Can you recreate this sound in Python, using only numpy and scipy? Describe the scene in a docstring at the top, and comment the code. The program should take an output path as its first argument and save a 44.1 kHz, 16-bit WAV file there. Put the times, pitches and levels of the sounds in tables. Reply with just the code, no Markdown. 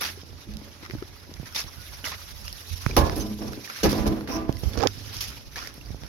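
"""Grit crunches under tyre and shoes and a steel tray drums, as a loaded wheelbarrow is pushed over concrete.
Heard from a hand-held phone behind it, the wheel's drops and road jolts excite tray resonances and notes.
Grit is gated noise in three grain sizes, with short rings for single stones; a steel leg scrapes once.
The hand adds decaying knocks, a finger rub and low rumble, over a faint hum, squeaks and outdoor hiss."""
import sys
import numpy as np
from scipy import signal
from scipy.fft import rfft, irfft, next_fast_len
from scipy.io import wavfile
from scipy.ndimage import uniform_filter1d, map_coordinates

SR = 44100
rng = np.random.default_rng(int(sys.argv[2]) if len(sys.argv) > 2 else 0)


def file_out(sig):
    """Save sig as 16-bit WAV at sys.argv[1]."""
    # one column per channel
    cols = np.atleast_2d(sig).T
    # limit, then scale
    lim = np.clip(cols, -1, 1)
    pcm = np.round(lim * 32767).astype(np.int16)
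    wavfile.write(sys.argv[1], SR, pcm)


N = 268128

# Levels in the tables are relative: each layer adds its own trim.
# rough road that shakes the tray: peak t/s, rise/s, low-mode T60/s, low modes level/dB, upper modes level/dB,
# first note level/dB, second note level/dB, higher notes level/dB
ROUGH_PATCHES = [(0.491, .03, 0.69, -47, -62, -40.5, -57, -75), (2.89, .015, .6, -34, -55, -60, -60, -72),
                 (2.974, 0.0089, 0.42, -22.5, -18.5, -47, -36, -34),
                 (3.02, .03, 0.59, -27.5, -32, -39, -37, -36),
                 (3.064, .02, 0.53, -30.5, -30, -47, -45, -50),
                 (3.171, 0.025, 0.52, -29.5, -45, -54, -34, -49),
                 (3.249, 0.044, 0.33, -36, -61, -34, -42, -44.5),
                 (3.312, .05, 0.69, -46, -58, -31, -45.5, -62),
                 (3.411, 0.023, 0.66, -32, -42, -35.5, -39.5, -48.5),
                 (3.47, .04, 0.44, -46, -53, -43, -52, -60), (3.576, .01, 0.17, -41, -56, -50, -59, -63),
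                 (3.841, 0.01, 0.41, -17.5, -25, -19, -27.5, -39),
                 (3.95, 0.059, 1, -26.5, -32.5, -29.5, -39, -39),
                 (4.066, 0.09, 0.41, -22.5, -42, -29, -33, -39.5),
                 (4.115, .03, 0.67, -30, -52, -29, -31, -55), (4.29, 0.018, .6, -29.5, -47, -52, -50, -55),
                 (4.364, 0.13, 0.69, -31, -42, -39, -32, -38),
                 (4.492, 0.0075, 0.13, -31, -42, -49, -36, -43),
                 (4.636, 0.014, 0.85, -39, -48, -64, -50.5, -71),
                 (4.72, 0.036, 0.44, -39, -49, -60, -55, -67)]
# wheel drops over joints: t/s, level/dB, upper modes re level/dB, note f/Hz, note re level/dB
WHEEL_DROPS = [(0.472, -41, -25.5, 340, 0), (2.965, -21, 3.5, 337, 10), (2.971, -8.5, -5, 468, -2),
               (2.98, -13, -13, 329, -17), (3.164, -23, -23, 320, -4), (3.391, -33, -9, 408, 3.5),
               (3.832, -14, -30, 441, -1.5), (3.841, -18.5, -4, 425, 5.5), (3.883, -25.5, -12, 346, 3),
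               (3.93, -13, -27, 464, -11), (4.058, -21, -3, 331, 5)]
# single stones cracking, and from about 4.77 to 4.88 s the sharp clicks of the finger rubbing over the right
# port: t/s, level/dB, larger stones re level/dB, dust re level/dB, left-right/dB, # ring f/Hz, ring re level/dB
CRACKS_AND_CLICKS = [(0.2364, -36, -14, -21, -7, 5300, -15), (0.537, -28.5, -17, -4, -9, 4440, -10),
                     (0.5691, -30.5, -13, -3, -16, 5840, -24), (0.851, -26.5, 0, -15, 3, 2030, -7),
                     (0.862, -28, 0, -17, 0, 2000, -3), (0.898, -35, 8, -17, -3.0, 1910, 0),
                     (0.909, -32, 10, -17, -1, 1890, 2), (0.984, -40.5, 0, -17, -7, 1480, 4),
                     (1.0249, -34, 10, -14, -6, 1330, 3.5), (1.2496, -40, -3, -18, -6, 1900, -6),
                     (1.3389, -24.5, -16, -25, 2.5, 5250, -9), (1.5254, -34, -4, -6, -0.5, 5400, -5),
                     (1.552, -33, -15, -17, -1.5, 5350, -10), (2.0423, -26, 5, -14, -9, 2940, 3),
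                     (2.0674, -24, -13, -15, -5, 2020, 5), (2.1124, -37, -3, -15, -4.0, 1540, -7),
                     (2.1825, -33, -20, -17, -5.0, 4600, -5), (2.4799, -19.5, -4, -22, 1, 5100, -9),
                     (2.5272, -25.5, -21, -2, -4.0, 5170, -7), (2.863, -28, 15, -25, -11, 2480, -10),
                     (2.911, -22.5, -1, -29, -4.5, 2390, -1), (2.975, -17.5, 1, -8, -4, 5680, 1.5),
                     (3.0964, -22.5, 2, -16, -2.5, 1270, -1), (3.5328, -22, -2, -20, -3, 1420, -7.5),
                     (3.647, -29, -4, -17, 0, 2410, 0), (3.675, -32, -3, -14, -10, 1820, 4),
                     (3.6997, -33.5, 13, -14, -1, 1377, 13), (3.7886, -24, -5, -8, -1, 2010, -10),
                     (3.919, -14, -7, -12, 6, 4840, -13), (4.209, -37.5, 14, -8, -4, 1390, 1),
                     (4.2745, -31.5, 6, -17, -4, 2100, 4), (4.492, -41, 9, -11, -9, 1560, 4),
                     (4.5258, -27, -11, -1, -2, 5240, -10), (4.569, -30, -7, -4, -2, 2040, -5),
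                     (4.636, -30, -6, -12, -4, 6060, -12), (4.734, -30, -2, -24, -18.5, 3470, -7),
                     (4.775, -26, 4, -27, -18, 1200, -6), (4.7885, -25, -12, -18, -16, 4500, -8),
                     (4.802, -25, -6, -8, -20, 1405, -7), (4.807, -27.5, 5, -28, -17, 4390, -12),
                     (4.82, -20.5, -13, -28, -25.5, 1200, -15), (4.8277, -25.5, -1, -27, -23, 1210, -9),
                     (4.8353, -21.5, -8, -25, -25, 1290, -2), (4.8718, -8.5, -6, -35, -21, 4500, -24),
                     (4.8745, -34, -5, -16, -17, 5030, -9), (5.167, -18, -20, -13, -5, 5510, -9),
                     (5.2096, -20, -19, -10, -6, 5000, -3), (5.545, -47, 5, -15, -5, 3860, -4),
                     (5.5586, -20, -3, -10, -3, 1730, -1.5), (5.5894, -25, -3, -17, -7, 2270, -4),
                     (5.616, -30.5, 4, -19, -5.0, 1400, -4), (5.626, -37, 0, -19, -5, 1340, 11),
                     (5.636, -44, 0, -19, -5, 1380, 6), (5.6731, -22, 6, 0, -9, 5350, -8),
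                     (5.741, -37, -13, 8, -5, 5300, -15), (5.8119, -33, -2, -17, -6, 2740, 0),
                     (5.86, -33.5, -16, -23, -4, 4700, -1), (6.0351, -31, 9.5, -22, 0, 1550, -11),
                     (6.0648, -30, -18, -24, -7.5, 5600, -9)]


def amp(db):
    """Gain of a level in dB."""
    return 10 ** (np.asarray(db) / 20)


def unit(x):
    """Scaled to rms 1."""
    return x / np.sqrt(np.mean(np.abs(x) ** 2) + 1e-20)


def along(points, hz):
    """Interpolates (Hz, value) points on a log frequency axis."""
    f, v = np.transpose(points)
    return np.interp(np.log(hz + 1), np.log(f + 1), v)


def curves(rows):
    """One value per sample for each column after the time."""
    s, *cols = np.transpose(rows)
    return [np.interp(np.arange(N) / SR, s, c) for c in cols]


def wobble(rate):
    """A smooth random curve, rate knots a second."""
    knots = rng.standard_normal(int(N * rate / SR) + 4)
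    return map_coordinates(knots, [np.arange(N) * rate / SR])


def sides(pan_db):
    """Left and right gains for a left-right difference."""
    return amp(np.array([pan_db / 2, -pan_db / 2]))


def swells(s, rise, t60):
    """One envelope per event: a steady climb of 30 dB over the rise before its peak, then a decay."""
    t = np.arange(N) / SR - s[:, None]
    return amp(np.where(t < 0, 30 * t / rise[:, None], -60 * t / t60[:, None]))


def pooled(db, envelopes):
    """Events of these levels added in power."""
    return np.sqrt(amp(2 * db) @ envelopes ** 2)


def filtered(x, response):
    """Filters x by a complex response of frequency."""
    m = next_fast_len(N + SR)
    return irfft(rfft(x, m) * response(np.fft.rfftfreq(m, 1 / SR)), m)[..., :N]


def noise(spectrum, gate=1, alike=None, patchy_db=1.0):
    """Stereo noise of rms 1 in patches of random gain, gated before colouring, partly alike on both sides."""
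    # left-right likeness by band: f/Hz, correlation (0 to 1)
    usual_likeness = [(60, 0.44), (130, 0.55), (290, 0.9), (640, 0.53), (1400, 0.13), (3000, 0.019)]
    likeness = usual_likeness if alike is None else alike
    z = signal.stft(rng.standard_normal((2, N)), nperseg=256)[2]
    field = uniform_filter1d(rng.standard_normal(z.shape[1:]), size=3, axis=0)
    field = uniform_filter1d(field, size=6, axis=1)
    patches = z * amp(patchy_db * unit(field))
    pair = gate * signal.istft(patches, nperseg=256)[1][:, :N]

    def colour(hz):
        angle = np.arccos(np.clip(along(likeness, hz), 0, 1)) / 2
        return amp(along(spectrum, hz)) * [np.cos(angle), np.sin(angle)]

    mid, side = filtered(pair, colour)
    return unit(np.array([mid + side, mid - side]))


def ringing(x, modes, spread):
    """Stereo x through resonances; each mode reaches the two ports with its own phase."""
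    shift = np.exp(1j * spread * rng.standard_normal((len(modes), 2, 1)))

    def body(f):
        return sum(p * amp(db) * 1j * f * width / (centre ** 2 - f * f + 1j * f * width)
                   for p, (centre, width, db) in zip(shift, modes))

    return filtered(x, body)


def tray():
    """Small jolts from the road and a few hard drops drive the modes of the steel tray."""
    # steady jiggle of the rolling tray: t/s, low modes level/dB, upper modes level/dB
    jiggle = [(0.0, -52.5, -58), (0.42, -54.5, -56.5), (1.59, -55.5, -59), (2.3, -61, -52.5),
              (2.8, -55.5, -64.5), (3.75, -57, -59), (4.88, -50.5, -60), (5.3, -54, -60),
              (6.08, -54.5, -55.5)]
    # low modes of tray and frame: f/Hz, width/Hz, level/dB
    low_modes = [(132, 35, -5), (171.7, 3.3, -8.5), (211, 29, -6), (242.4, 8, -2), (273.4, 20.5, -3),
                 (326, 35, -8.5), (371, 11, -9), (424.4, 4.3, -5.5), (479.6, 6.4, -10)]
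    # upper modes of tray and frame: f/Hz, width/Hz, level/dB
    upper_modes = [(568, 26, -4), (615.4, 6.5, 1), (688, 26, -1.5), (734, 12, -18), (830, 35, -8),
                   (885, 22, -11), (930, 4.3, -3), (985, 12, -4), (1065, 6.7, -3), (1133, 7.3, -11),
                   (1200, 7.6, -12), (1340, 19, -21.5), (1570, 6.7, -26), (1710, 16, -11), (2345, 20, -18)]
    at, rise, t60, low_db, upper_db, *_ = np.transpose(ROUGH_PATCHES)
    rough = [pooled(low_db, swells(at, rise, t60)),
             pooled(upper_db, swells(at, rise, t60 / 1.2))]  # upper modes fade 1.2 times as fast
    drive = np.hypot(amp(curves(jiggle)), rough)
    jolts = noise([(100, 0)], amp(2.5 * wobble(70)), patchy_db=0)  # flat spectrum
    low = jolts * drive[0] * amp(24.0)
    high = jolts * drive[1] * amp(20.0)
    t = np.arange(SR // 20) / SR
    for s, db, high_db, *_ in WHEEL_DROPS:
        blow = amp(-60 * t / 0.025) * rng.standard_normal((2, len(t)))  # the load lands in a short shudder
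        low[:, round(s * SR):][:, :len(t)] += amp(db + 21) * blow[0]
        high[:, round(s * SR):][:, :len(t)] += amp(db + high_db + 30.5) * blow[1]
    drum = ringing(low, low_modes, spread=0.54) * sides(-1.9)[:, None]
    sheet = ringing(high, upper_modes, spread=1.93) * sides(-5.5)[:, None]
    return drum + sheet


def thuds():
    """Each drop also sounds the tray where the load lands, one short woody note."""
    out, t = np.zeros(N + SR), np.arange(SR // 5) / SR
    for s, db, _, hz, note_db in WHEEL_DROPS:
        envelope = amp(db + note_db - 60 * t / 0.072) * (1 - np.exp(-t / 0.0027))
        out[round(s * SR):][:len(t)] += envelope * np.sin(2 * np.pi * hz * t)
    return out[:N]


def singing():
    """Lightly damped tray-floor notes, kept unsteady by the road; higher ones differ more between ports."""
    # clearest notes of the tray floor: f/Hz, level/dB
    floor_notes = [(209.5, -0.5), (316.6, 1), (661, -2), (776, -6), (1010, -3), (1183, -7)]
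    out, t = np.zeros((2, N)), np.arange(N) / SR
    s, rise, t60, _, _, first_db, second_db, higher_db = np.transpose(ROUGH_PATCHES)
    shapes = swells(s, rise, t60 * 0.9)  # slightly shorter than the low modes
    note_levels = [first_db, second_db] + [higher_db] * len(floor_notes)
    for (hz, db), level_db in zip(floor_notes, note_levels):
        port_phase = hz / 700 * np.array([[.5], [-.5]])
        phase = 2 * np.pi * hz * t + 0.55 * wobble(22) + port_phase
        out += pooled(level_db, shapes) * amp(db + 3.0 + 2.5 * wobble(30)) * np.sin(phase)
    return out


def crunch():
    """Grit breaks in uneven grains: a steady bed, sliding shoes, single cracks and the finger's clicks share
    three grain sizes."""
    # bed of grit under tyre and shoes: t/s, small grit level/dB, larger stones re grit/dB, dust re grit/dB
    grit_bed = [(0.0, -52, -9, -17), (0.01, -48.5, 10.5, 14.5), (0.2, -54, -4, -7), (1.29, -56.5, 1, -2.5),
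                (1.54, -52, 0, -2), (2.79, -46, -7.5, -3.5), (3.01, -44, -1, -6.5), (3.37, -51.5, -8, -1.5),
                (3.89, -42.5, 1.5, -5.5), (4.21, -60, -1, 2), (4.38, -71, 15, -3), (4.61, -50, -7, -0.5),
                (4.88, -48, 3.5, -8), (4.89, -49.5, -6.5, -7), (5.25, -43, -3, -5.5),
                (5.5, -56.5, -3.5, -5), (5.55, -51.5, -2, -3.5), (6.08, -57, -1.5, -5)]
    # shoes sliding on the concrete: t/s, level/dB, larger stones re level/dB, dust re level/dB,
    # left-right/dB, length/s, fade time constant/s
    shoe_slides = [(0.0094, -24, -0.5, -12, -2.5, 0.087, 0.58), (0.1, -39, -3, -16, -4, 0.03, 0.1),
                   (0.824, -48, 10, -17, -1, 0.054, 0.12), (1.456, -39.5, 2.5, -15, -4, 0.026, 0.093),
                   (1.5472, -21, -6, -8, -1.5, 0.083, 0.18), (2.0453, -26, -2, -5, -4.5, 0.07, 0.23),
                   (2.116, -34, 5, -17, -2.5, 0.041, 0.12), (2.9655, -16, 0.5, 0, -1.5, 0.046, 0.033),
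                   (3.157, -37, -20, 6.5, -4, 0.079, 0.13), (3.1967, -33, -18.5, -11, -6, 0.048, 0.12),
                   (3.677, -44, 7, -17, -5, 0.072, 0.11), (3.831, -19, -5.5, -4.5, -2.5, 0.04, 0.053),
                   (3.891, -25, -7, -3.5, -4.5, 0.047, 0.1), (3.95, -33.5, -14, -4, -6, 0.056, 0.2),
                   (4.064, -29.5, -19, 0.5, -6.5, 0.026, 0.072), (4.275, -38, 6, -4, -2.5, 0.15, 0.12),
                   (4.771, -38, -8, -20, -17, 0.077, 0.12), (5.14, -32.5, -21, -5, -4, 0.065, 0.049),
                   (5.2055, -24, -11, -3.5, -4, 0.047, 0.09), (5.273, -34, -25, -1.5, -4, 0.048, 0.074),
                   (5.5614, -32.5, 2, -9, -2.5, 0.16, 0.14)]
    # spectrum of small grit: f/Hz, level/dB
    small_grit = [(1500, -24.5), (2500, -3), (3500, -0.5), (6000, 0), (7500, -5.5), (9000, -12),
                  (12000, -29)]
    # spectrum of larger stones: f/Hz, level/dB
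    larger_stones = [(350, -10.5), (800, -6), (1300, 0), (2200, 0), (3200, -7.5), (5000, -8.5), (8000, -24)]
    # spectrum of the finest dust: f/Hz, level/dB
    finest_dust = [(6000, -20), (7500, -5), (10000, 1.5), (16000, -10)]
    spectra = (small_grit, larger_stones, finest_dust)

    grit_db, stones_db, dust_db = curves(grit_bed)
    size_db = grit_db + np.array([0 * grit_db, stones_db, dust_db])
    bed_level = amp(size_db + 3.0)[:, None] * sides(-4)[:, None]
    swell = 2.05 * wobble(60) + 0.62 * wobble(20)
    bed = bed_level * [noise(s, amp(swell + 0.85 * wobble(600)), patchy_db=3) for s in spectra]

    power, t = np.zeros((3, 2, N)), np.arange(SR // 4) / SR
    slides = [(row[:5], amp(-6.0) * np.exp(-(t / row[5]) ** 5 - t / row[6])) for row in shoe_slides]
    cracks = [(row[:5], amp(-60 * t / 0.0069)) for row in CRACKS_AND_CLICKS]
    for (s, db, stones_db, dust_db, pan), shape in slides + cracks:
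        at = round(s * SR)
        burst = (sides(pan)[:, None] * shape * (1 - np.exp(-t / 0.00074)))[:, :N - at]
        level = amp(db + np.array([0, stones_db, dust_db]))[:, None, None]
        power[..., at:at + len(t)] += (level * burst) ** 2  # grains add in power
    grains = amp(2.2 * wobble(500))
    sizes = [noise(s, grains, patchy_db=3.0) for s in spectra]
    return np.sum(bed + np.sqrt(power) * sizes, axis=0)


def pings():
    """Each cracking stone, and each click of the rubbing finger, also rings for an instant at its own pitch."""
    out, t = np.zeros((2, N + SR)), np.arange(SR // 20) / SR
    for s, db, _, _, pan, hz, ring_db in CRACKS_AND_CLICKS:
        phase = 2 * np.pi * (hz * t + rng.random((2, 1)))
        envelope = amp(db + ring_db - 60 * t / 0.02) * (1 - np.exp(-t / .0005))
        out[:, round(s * SR):][:, :len(t)] += envelope * sides(pan)[:, None] * np.sin(phase)
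    return out[:, :N]


def scrape():
    """A steel leg catches on the concrete, drags and lifts: a hoarse ring under a band of hiss."""
    # what the leg rings with: f/Hz, width/Hz, level/dB
    leg_modes = [(787, 16, -3), (1009, 16, 4), (1170, 13, -3), (1480, 120, -20), (2570, 330, -19)]
    # spectrum of its thin hiss: f/Hz, level/dB
    hiss_spectrum = [(4300, -32), (5100, -5), (5700, 1.5), (6300, -7), (7200, -18)]
    t = np.arange(N) / SR - 4.282  # seconds from the catch

    def drag(length_s, t60_s):
        return np.clip(t / 0.028, 0, 1) * amp(-60 * np.maximum(t - length_s, 0) / t60_s)

    chatter = amp(2.0 * wobble(90))
    ring = unit(ringing(noise([(100, 0)], chatter, patchy_db=1), leg_modes, spread=1.35))
    hiss = noise(hiss_spectrum, chatter, patchy_db=0.0)
    ring = amp(-36.5) * drag(length_s=0.11, t60_s=0.33) * ring
    hiss = amp(-39.5) * drag(length_s=0.082, t60_s=0.13) * hiss
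    return (ring + hiss) * sides(-6)[:, None]


def knocks():
    """Each contact is a short snap of pressure and a few cycles of one low pitch."""
    # dull knocks on phone and handles: t/s, level/dB, f/Hz, left-right/dB, T60/s, snap re level/dB
    contacts = [(0.173, -35, 396, 6, 0.049, -25), (0.233, -38.5, 102, -4, 0.028, -7),
                (0.33, -44.5, 102, 3, 0.023, -3), (0.571, -31, 163, -4, 0.041, -22),
                (0.614, -34.5, 291, 9, 0.046, -13), (0.828, -35, 337, 6, 0.049, -9.5),
                (0.897, -32, 380, 8.5, 0.049, -14), (0.935, -27, 127, -18.5, 0.054, -19.5),
                (0.949, -24.5, 303, 6, 0.055, -15), (1.022, -19.5, 374, 8, 0.028, -26.5),
                (1.291, -35.5, 309.6, 5, 0.048, -15.5), (1.314, -32.5, 170, 1, 0.04, -13),
                (1.397, -27.5, 139.8, -16, 0.045, -21), (1.43, -31.5, 102, -5, 0.053, -10),
                (1.643, -40, 102.4, -6.0, 0.035, -9), (2.037, -36, 295, -3.5, 0.057, -14),
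                (2.711, -41, 102, -22, 0.032, -25), (2.864, -13.5, 112, -22.5, 0.032, -26.5),
                (3.574, -24, 294, 8, 0.031, -27), (4.493, -14, 101, -25, 0.02, -16.5),
                (4.634, -18.5, 103, -20, 0.023, -20), (4.772, -21, 272, -23, 0.03, -16.5),
                (4.818, -25, 447, -21, 0.037, -25), (4.833, -16, 800, -26, 0.028, -28),
                (4.846, -22.5, 403, -18, 0.079, -19), (5.779, -32, 120, 5, 0.041, -17),
                (5.897, -39, 102, -4.5, 0.025, -14), (5.904, -25, 101, -23.5, 0.018, -24.5),
                (5.945, -28, 102, -8, 0.038, -13), (6.034, -33.5, 101, -7, 0.035, -12)]
    out, t = np.zeros((2, N + SR)), np.arange(SR // 5) / SR
    for s, db, hz, pan, t60, snap_db in contacts:
        push = np.sin(2 * np.pi * hz * t) * amp(-60 * t / t60) * (1 - np.exp(-(t / 0.0021) ** 2))
        push -= amp(snap_db + 12) * np.exp(-((t - .0012) / 0.00043) ** 2)
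        out[:, round(s * SR):][:, :len(t)] += amp(db + 1.5) * sides(pan)[:, None] * push
    return out[:, :N]


def rub():
    """A finger's skin sticks and slips over the right port, ever harder, then lets go at once."""
    # spectrum of the dragging finger: f/Hz, level/dB
    skin_spectrum = [(71, -32), (120, -5.5), (473, 6), (602, -4), (777, -2), (1320, -12.5), (1470, -13),
                     (2500, -25), (3250, -56), (5500, -120)]
    start_s, end_s, let_go_s = 4.754, 4.865, 0.0067
    start_db, growth_db_per_s = -33.5, 175
    t = np.arange(N) / SR
    slips = amp(3.5 * wobble(200))
    growth = amp(start_db + growth_db_per_s * (np.minimum(t, end_s) - start_s))
    release = np.exp(-(np.maximum(t - end_s, 0) / let_go_s) ** 2)
    press = (t > start_s) * growth * release
    return press * noise(skin_spectrum, slips) * amp([[-22], [0]])  # left far quieter than right


def rumble():
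    """The walk shakes the phone in lumps that differ from port to port."""
    # low rumble through the hand and the ports: t/s, level/dB
    steady = [(0, -43), (.8, -46), (1.8, -46.5), (2.5, -37), (2.66, -55), (3.05, -21), (3.4, -38),
              (3.75, -68), (3.95, -32), (4.3, -35), (4.9, -39.5), (5.5, -38.5), (6.08, -42)]
    # lurches of the hand that swell the rumble: t/s, level/dB, left-right/dB, half length/s
    hand_lurches = [(0.338, -43, -15, 0.023), (0.501, -31.5, -9.5, .03), (0.552, -34, -14, .03),
                    (0.968, -35, -13, .04), (1.415, -37.5, -10, 0.064), (1.662, -36, -14, 0.02),
                    (1.797, -34.5, -12, 0.034), (1.93, -37, -6, 0.034), (2.553, -40.5, -7, 0.05),
                    (2.73, -35.5, -30, 0.023), (2.917, -22.5, -2, 0.027), (2.987, -15.5, -8, 0.019),
                    (3.186, -28, -17, 0.035), (3.5, -34.5, -10, 0.08), (3.88, -19, -6, 0.038),
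                    (4.007, -29, -22, 0.022), (4.087, -18, -6, 0.031), (4.502, -26, -11, 0.021),
                    (4.563, -32, -22, 0.032), (4.666, -27.5, -30.5, .03), (4.782, -31, -24, .04),
                    (4.963, -34, -18, 0.019), (5.176, -33, -2, .03), (5.286, -32, 0, 0.022),
                    (5.925, -34, -16, 0.047), (6.044, -30.5, -9, 0.029)]
    # spectrum of the rumble: f/Hz, level/dB
    low_spectrum = [(12, -45), (25, 5), (45, 6), (62, 4.5), (98, -1), (170, -9.5), (220, -13.5),
                    (370, -120)]
    s, db, pan_db, half = np.transpose(hand_lurches)
    bumps = np.exp(-((np.arange(N) / SR - s[:, None]) / half[:, None]) ** 2)
    lurch = [pooled(db + side * pan_db / 2, bumps) for side in (1, -1)]
    level = np.hypot(amp(curves(steady)[0]) * sides(-5.5)[:, None], lurch)
    lumps = amp(1.5 * wobble(14))
    shaking = noise(low_spectrum, lumps, alike=[(40, 0.062), (120, 0.73)], patchy_db=0.5)
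    return amp(-5.0) * level * shaking


def squeaks():
    """Brief thin sine tones that swell, rise slightly in pitch and fade."""
    # squeaks: t/s, length/s, f/Hz, level/dB, rise/Hz
    thin_tones = [(1.766, 0.11, 1456, -54, 5), (3.196, 0.036, 6070, -32.5, 130)]
    out, t = np.zeros(N), np.arange(N) / SR
    for s, length, hz, db, rise_hz in thin_tones:
        done = np.clip((t - s) / length, 0, 1)
        phase = 2 * np.pi * np.cumsum(hz + rise_hz * done) / SR
        out += amp(db) * np.sin(np.pi * done) * np.sin(phase)
    return out * sides(-8.5)[:, None]


def hum():
    """A low sine whose pitch and level drift and waver, silent after its last point."""
    # course of the hum, before wavering: t/s, f/Hz, level/dB
    hum_course = [(0.0, 81.6, -48), (0.09, 86.3, -49), (2.58, 87, -59), (2.76, 87.3, -43),
                  (2.97, 107.2, -44), (3.29, 110.2, -44), (3.41, 87.4, -51), (3.75, 88.4, -68),
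                  (3.9, 94, -37), (4.04, 81.8, -45), (4.13, 97.4, -51), (4.55, 82.2, -56),
                  (4.74, 101.5, -35.5), (5.3, 106, -52), (5.6, 108.4, -78)]
    hz, db = curves(hum_course)
    level = amp(db + 1.5 + 1.65 * wobble(10))
    phase = 2 * np.pi * np.cumsum(hz + 1.54 * wobble(13)) / SR
    sounding = np.arange(N) / SR < hum_course[-1][0]
    return level * np.sin(phase) * sounding * sides(-8.5)[:, None]


def air():
    """Outdoor hiss: coloured noise with a slowly wavering level."""
    # spectrum of the hiss: f/Hz, level/dB
    hiss_colour = [(40, -24), (90, 0), (170, -15.5), (400, -19.5), (800, -22.5), (2700, -28), (6000, -23.5),
                   (11000, -47), (16000, -55)]
    return amp(-56 + 0.65 * wobble(3.97)) * noise(hiss_colour)


def scene():
    """All sources over the outdoor hiss."""
    barrow = tray() + thuds() + singing() + scrape()
    ground = crunch() + pings()
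    hand = knocks() + rub() + rumble()
    return barrow + ground + hand + squeaks() + hum() + air()


def record(dry):
    """The ports peak near 5.5 and 11.5 kHz, dip near 8 kHz and keep nothing above the band limit."""
    # response of the ports: f/Hz, level/dB
    port_response = [(20, -27), (50, 1), (3000, -2), (4300, -1.4), (5500, 2), (6200, -2), (7000, -8.5),
                     (8100, -16.5), (9500, -8), (11500, 2), (13500, -0.5), (16000, -5)]
    band_limit_hz = 15950
    return filtered(dry, lambda hz: amp(along(port_response, hz)) * (hz < band_limit_hz))


dry = scene()
out = record(dry)
file_out(out)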